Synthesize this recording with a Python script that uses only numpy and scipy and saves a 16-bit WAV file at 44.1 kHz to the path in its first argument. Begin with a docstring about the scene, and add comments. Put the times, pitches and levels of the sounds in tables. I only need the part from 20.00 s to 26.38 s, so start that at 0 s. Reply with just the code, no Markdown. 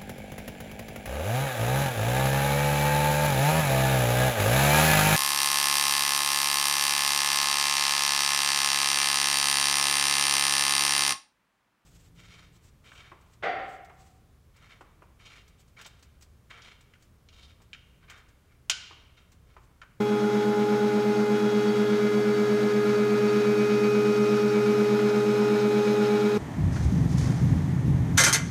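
"""A steady, throbbing motor whine, close up: a 3D printer running at one speed in a workshop.
The stepper sings at its step rate and throbs once a shaft turn; its overtones swell and fade
as the microphone glides through their standing waves. Under it three small fans hum, air and
bearings rush through the frame and the motor coils add a thin buzz. The carriage wakes
sizzling resonances, and near the end a second axis whirs faintly."""
import sys
import numpy as np
from scipy import signal
from scipy.fft import rfft, irfft
from scipy.io import wavfile

SR = 44100
rng = np.random.default_rng(int(sys.argv[2]) if len(sys.argv) > 2 else 0)


def dump(signal):
    """Clip the signal to [-1, 1] and save it as 16-bit WAV at the path in sys.argv[1]."""
    limited = np.clip(np.atleast_2d(signal).T, -1, 1)
    pcm = np.round(limited * 32767).astype(np.int16)
    wavfile.write(sys.argv[1], SR, pcm)


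N = 281358
TIME, BIN_HZ = np.arange(N) / SR, np.fft.rfftfreq(N, 1 / SR)
STEP_HZ, STEPS_PER_TURN = 416.0, 50
SHAFT_HZ = STEP_HZ / STEPS_PER_TURN
SHAFT_ANGLE = 2 * np.pi * SHAFT_HZ * (TIME - 0.0062)  # zero at a peak of the throb


# The lead whine, each partial riding its own standing wave:
# step_multiple, level_db, drift_db_per_s, roughness, swing_db, antinode_s, period_s
WHINE_PARTIALS = [(1, -24.5, 0, .03, 1.5, 4.47, 10), (3, -45, 0.57, 0.13, 2.5, 3.66, 5.4),
                  (4, -53, 0.5, 0.07, 6.5, 2.52, 5.5), (5, -46.5, -2.5, 0.22, 5.8, 3.97, 11),
                  (7, -67.5, 0, 0, 8, 1.8, 2.54), (9, -68, 1, 0.3, 4, 4.46, 6),
                  (15, -80, 0.5, .4, 9, 3.9, 4), (16, -72, 0, .45, 2, 5.47, 4.6)]
# Level envelopes of three overtones that come and go unevenly: time_s, level_db (before lift_db)
SECOND_ENVELOPE = [(0.1, -39), (0.6, -36), (1.64, -42), (1.98, -50), (4.28, -47), (6.07, -40), (6.13, -36),
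                   (6.3, -43)]
SIXTH_ENVELOPE = [(0.1, -54), (0.43, -64), (1.26, -53), (2.33, -60), (2.85, -53), (3.91, -43.5),
                  (4.55, -50), (5.99, -50), (6.3, -52)]
EIGHTH_ENVELOPE = [(0.1, -52), (1.2, -61), (1.48, -51), (2.81, -60.5), (4.81, -67), (4.97, -57), (5.4, -68),
                   (5.71, -60), (6.3, -58)]

def stepper_whine():
    """Clocked steps give sharp overtones that swell and fade as the microphone moves."""
    steps, out = STEP_HZ * TIME, np.zeros(N)
    for multiple, db, drift_db_per_s, roughness, swing_db, antinode_s, period_s in WHINE_PARTIALS:
        ripple_db = 0.5 * wander(2.7) * (multiple > 1)
        level_db = db + drift_db_per_s * TIME + standing_wave(swing_db, antinode_s, period_s)
        out += tone(multiple * steps + rng.random(), level_db + ripple_db, roughness, flutter_hz=6.5)
    lift_db = 1.6
    for multiple, envelope in ((2, SECOND_ENVELOPE), (6, SIXTH_ENVELOPE), (8, EIGHTH_ENVELOPE)):
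        level_db = lift_db + np.interp(TIME, *np.transpose(envelope))
        out += tone(multiple * steps + rng.random(), level_db, roughness=0.06, flutter_hz=8.9)
    return out


# The throb, with sidebands set relative to each tone:
# step_multiple, level_db, upper_sideband_db, lower_sideband_db, wobble_db, singing_gain_db
THROB_TONES = [(.5, -29.5, -2, -11, 0.33, -0.3), (1.5, -56, 0, -9, 3, -1), (2.5, -65, 9, 5, 1.5, -1.5),
               (5.5, -61.5, 0, -8, 1.4, 7)]

def rotor_throb():
    """The slightly off-centre rotor swells and bends the half-step tones once a turn."""
    turn, out = np.exp(1j * SHAFT_ANGLE), np.zeros(N)
    singing = np.clip((TIME - 1.83) / 0.069, 0, 1)  # the highest tone steps forward
    for multiple, db, upper_db, lower_db, wobble_db, singing_gain_db in THROB_TONES:
        carrier = np.exp(2j * np.pi * (multiple * STEP_HZ * TIME + rng.random()))
        beat = 1 + amp(upper_db) * turn + amp(lower_db) / turn
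        level_db = db + singing_gain_db * singing + wobble_db * wander(1.3)
        out += np.sqrt(2) * amp(level_db) * (carrier * beat).real
    return out


# Low body under the whine: shaft_multiple, level_db, roughness
DRIVE_TONES = [(11.9, -68.5, 0.2), (38, -38.5, 0.1), (37.5, -49, 0.47), (62.44, -54.5, 0.35),
               (64.5, -64, .3), (27, -52, 0.34), (29.8, -54, 0.7), (32.56, -51, 0.37), (35.2, -57.5, 0)]

def drive_hum():
    """Motor, pulley and belt hum at higher multiples of the shaft rate."""
    turns = SHAFT_HZ * TIME
    return sum(tone(multiple * turns + rng.random(), db, roughness, flutter_hz=18)
               for multiple, db, roughness in DRIVE_TONES)


# One fan a row: pitch_hz, level_db (before trim_db), then its overtones relative to that level:
# second_db, third_db, fourth_db, fifth_db
FAN_VOICES = [(125.93, -38.5, -14, -18, -16, -36), (132.93, -48, -23, 3, -28, -11.5),
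              (123.1, -60.5, -12, 9, 11.5, 10)]

def fan_hum(trim_db=-0.8):
    """Five-bladed fans at nearly equal speeds drift a little and beat with each other."""
    out = np.zeros(N)
    for pitch_hz, db, *overtones_db in FAN_VOICES:
        turns = np.cumsum(pitch_hz * (1 + 0.00069 * wander(1))) / SR
        for k, relative_db in enumerate([0] + overtones_db, 1):
            out += amp(db + relative_db) * np.sqrt(2) * np.cos(2 * np.pi * (k * turns + rng.random()))
    return out * amp(trim_db + standing_wave(swing_db=1.64, antinode_s=4.73, period_s=7.6))


# Base EQ curve of the rush: frequency_hz, density_db
RUSH_EQ = [(25, -104), (60, -89), (110, -77), (145, -79), (180, -72.5), (230, -70), (340, -72), (600, -68),
           (1150, -73), (2600, -77.5), (4800, -83.5), (6600, -85.5), (9000, -97.5), (12600, -96.5),
           (15700, -110)]
# Resonances of frame and bed, as bell boosts on that curve: centre_hz, width_hz, boost_db
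FRAME_RESONANCES = [(219, 18, 7), (263, 23, 5.5), (395.5, 39, 8), (457, 68, 7), (940, 26, 3.5),
                    (1035, 39, 3.5), (1416, 195, 10.5), (1743, 90, 4), (2035, 71, 3.5), (2294, 23, 9),
                    (3890, 460, 4), (4550, 66, 0.5), (5260, 320, 4), (8300, 570, 3), (11840, 720, 0.5)]

def air_and_bearing_rush(swell_db):
    """Noise through the frame: lows pulse with the shaft, sizzle with the steps, under smooth hiss."""
    colour_db = eq_curve(RUSH_EQ)
    for centre_hz, width_hz, boost_db in FRAME_RESONANCES:
        colour_db += boost_db * 2 ** -(2 * (BIN_HZ - centre_hz) / width_hz) ** 2
    spectrum = rfft(rng.standard_normal(N)) * amp(colour_db) * np.sqrt(SR / 2)
    below_sizzle = 1 / (1 + (BIN_HZ / 1150) ** 6)
    below_hiss = 1 / (1 + (BIN_HZ / 7000) ** 12)
    bands = below_sizzle, below_hiss - below_sizzle, 1 - below_hiss
    low, sizzle, hiss = (irfft(spectrum * band, N) for band in bands)
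    low *= (1 + 0.063 * np.cos(SHAFT_ANGLE)) * amp(0.15 * swell_db + 0.7 * wander(16))
    sizzle *= (1 + 0.081 * np.cos(2 * np.pi * STEP_HZ * TIME)) * amp(swell_db + 0.99 * wander(20))
    return low + sizzle + hiss * amp(swell_db)


# Patches of ringing, levels before flicker and pulsing:
# centre_hz, width_hz, level_db, peak_s, half_length_s, flicker_db, pulse_depth
CARRIAGE_RINGS = [(1454, 66, -50.5, 0.66, 1.6, -2, 1), (3450, 1300, -52, 1.85, 0.15, -3, 0),
                  (4000, 560, -56, 5.9, 0.51, 1, 0), (4554, 91, -54, 3.1, 1.7, 2, 0.1),
                  (5160, 200, -58, 5.1, 0.88, 5, 0), (5630, 600, -57.5, 4.2, 0.54, 4, 0)]

def carriage_rings(pulse_hz=8.9, pulse_peak_s=0.58):
    """Bearings on the rods excite sizzling resonances that fade in, flicker or pulse, and fade out."""
    out = np.zeros(N)
    pulse = np.cos(2 * np.pi * pulse_hz * (TIME - pulse_peak_s))
    for centre_hz, width_hz, db, peak_s, half_length_s, flicker_db, pulse_depth in CARRIAGE_RINGS:
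        resonance = 1 / (1 + (2.3 * (BIN_HZ - centre_hz) / width_hz) ** 2)
        ring = irfft(rfft(rng.standard_normal(N)) * resonance, N)
        envelope = np.exp(-.5 * ((TIME - peak_s) / half_length_s) ** 2) * (1 + pulse_depth * pulse)
        out += ring / ring.std() * amp(db + flicker_db * wander(24)) * envelope
    return out


# Base contour of the buzz's comb lines: frequency_hz, level_db
BUZZ_EQ = [(6000, -78.5), (6500, -63), (7000, -94), (8300, -76), (9000, -76), (10200, -79.5), (10800, -87),
           (11700, -70.5), (12200, -80), (12700, -90), (13500, -87), (15700, -85)]

def coil_buzz(swell_db, blur_hz=9):
    """The coil current repeats every four steps: a bright comb of slightly blurred lines."""
    cycle_hz = STEP_HZ / 4
    line = np.round(BIN_HZ / cycle_hz).astype(int)
    comb = 1 / (1 + ((BIN_HZ - line * cycle_hz) / blur_hz) ** 2) ** 2 / (np.pi / 2 * blur_hz)
    scatter_db = 0.86 * rng.standard_normal(line.max() + 1)[line]
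    line_db = eq_curve(BUZZ_EQ) + scatter_db - 2.8 * (line % 2)  # odd lines are weaker
    spectrum = rfft(rng.standard_normal(N)) * amp(line_db) * np.sqrt(comb * SR / 2)
    return irfft(spectrum, N) * amp(swell_db)


# Two faint glides, one down and one up: start_s, end_s, start_hz, end_hz, level_db
AXIS_GLIDES = [(5.624, 5.91, 635, 450, -49), (5.71, 6.023, 502, 612, -48)]

def second_axis_whirs():
    """A second axis briefly changes speed: rough, softly edged glides."""
    out = np.zeros(N)
    for start_s, end_s, start_hz, end_hz, db in AXIS_GLIDES:
        progress = np.clip((TIME - start_s) / (end_s - start_s), 0, 1)
        cycles = np.cumsum(start_hz + (end_hz - start_hz) * progress) / SR
        fade = abs(np.sin(np.pi * progress)) ** .7
        out += tone(cycles, db, roughness=0.52, flutter_hz=41) * fade
    return out


def standing_wave(swing_db, antinode_s, period_s):
    """Gain in dB at a microphone that glides evenly through a tone's nodes and antinodes."""
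    return swing_db * np.cos(2 * np.pi * (TIME - antinode_s) / period_s)


def tone(cycles, db, roughness, flutter_hz):
    """A sine of rms level db, roughened by flutter in strength and phase."""
    angle = 2 * np.pi * cycles
    wave = (1 + roughness * wander(flutter_hz)) * np.cos(angle)
    wave += roughness * wander(flutter_hz) * np.sin(angle)
    return np.sqrt(2) * amp(db) * wave


def wander(rate_hz):
    """A smooth random modulator with an rms near 1, rolling off above rate_hz."""
    size, control_hz = 8192, 1000
    hz = np.fft.rfftfreq(size, 1 / control_hz)
    slow = irfft(rfft(rng.standard_normal(size)) / (1 + (hz / rate_hz) ** 2))
    return np.interp(TIME, np.arange(size) / control_hz, slow / slow.std())


def eq_curve(points):
    """Level in dB at every bin, joining the points on a log-frequency axis."""
    hz, db = np.transpose(points)
    return np.interp(np.log(BIN_HZ + 1), np.log(hz + 1), db)


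def amp(db):
    """Decibels to gain."""
    return 10 ** (np.asarray(db) / 20)


def scene():
    """The whole printer in mono; rush and buzz grow louder, then level off."""
    start_db, settled_db, settle_s = -2.2, 0.7, 3.6
    swell_db = settled_db + (start_db - settled_db) * np.exp(-TIME / settle_s)
    motors = stepper_whine() + rotor_throb() + drive_hum() + second_axis_whirs() + coil_buzz(swell_db)
    return (motors + fan_hum() + air_and_bearing_rush(swell_db) + carriage_rings())[None]


def record(dry):
    """Short fades at both ends and a steep high cut."""
    fades = signal.windows.tukey(N, .002)
    high_cut = signal.firwin(1023, 15760, window=("kaiser", 9), fs=SR)
    return signal.oaconvolve(dry * fades, high_cut[None], "same")


dry = scene()
out = record(dry)
dump(out)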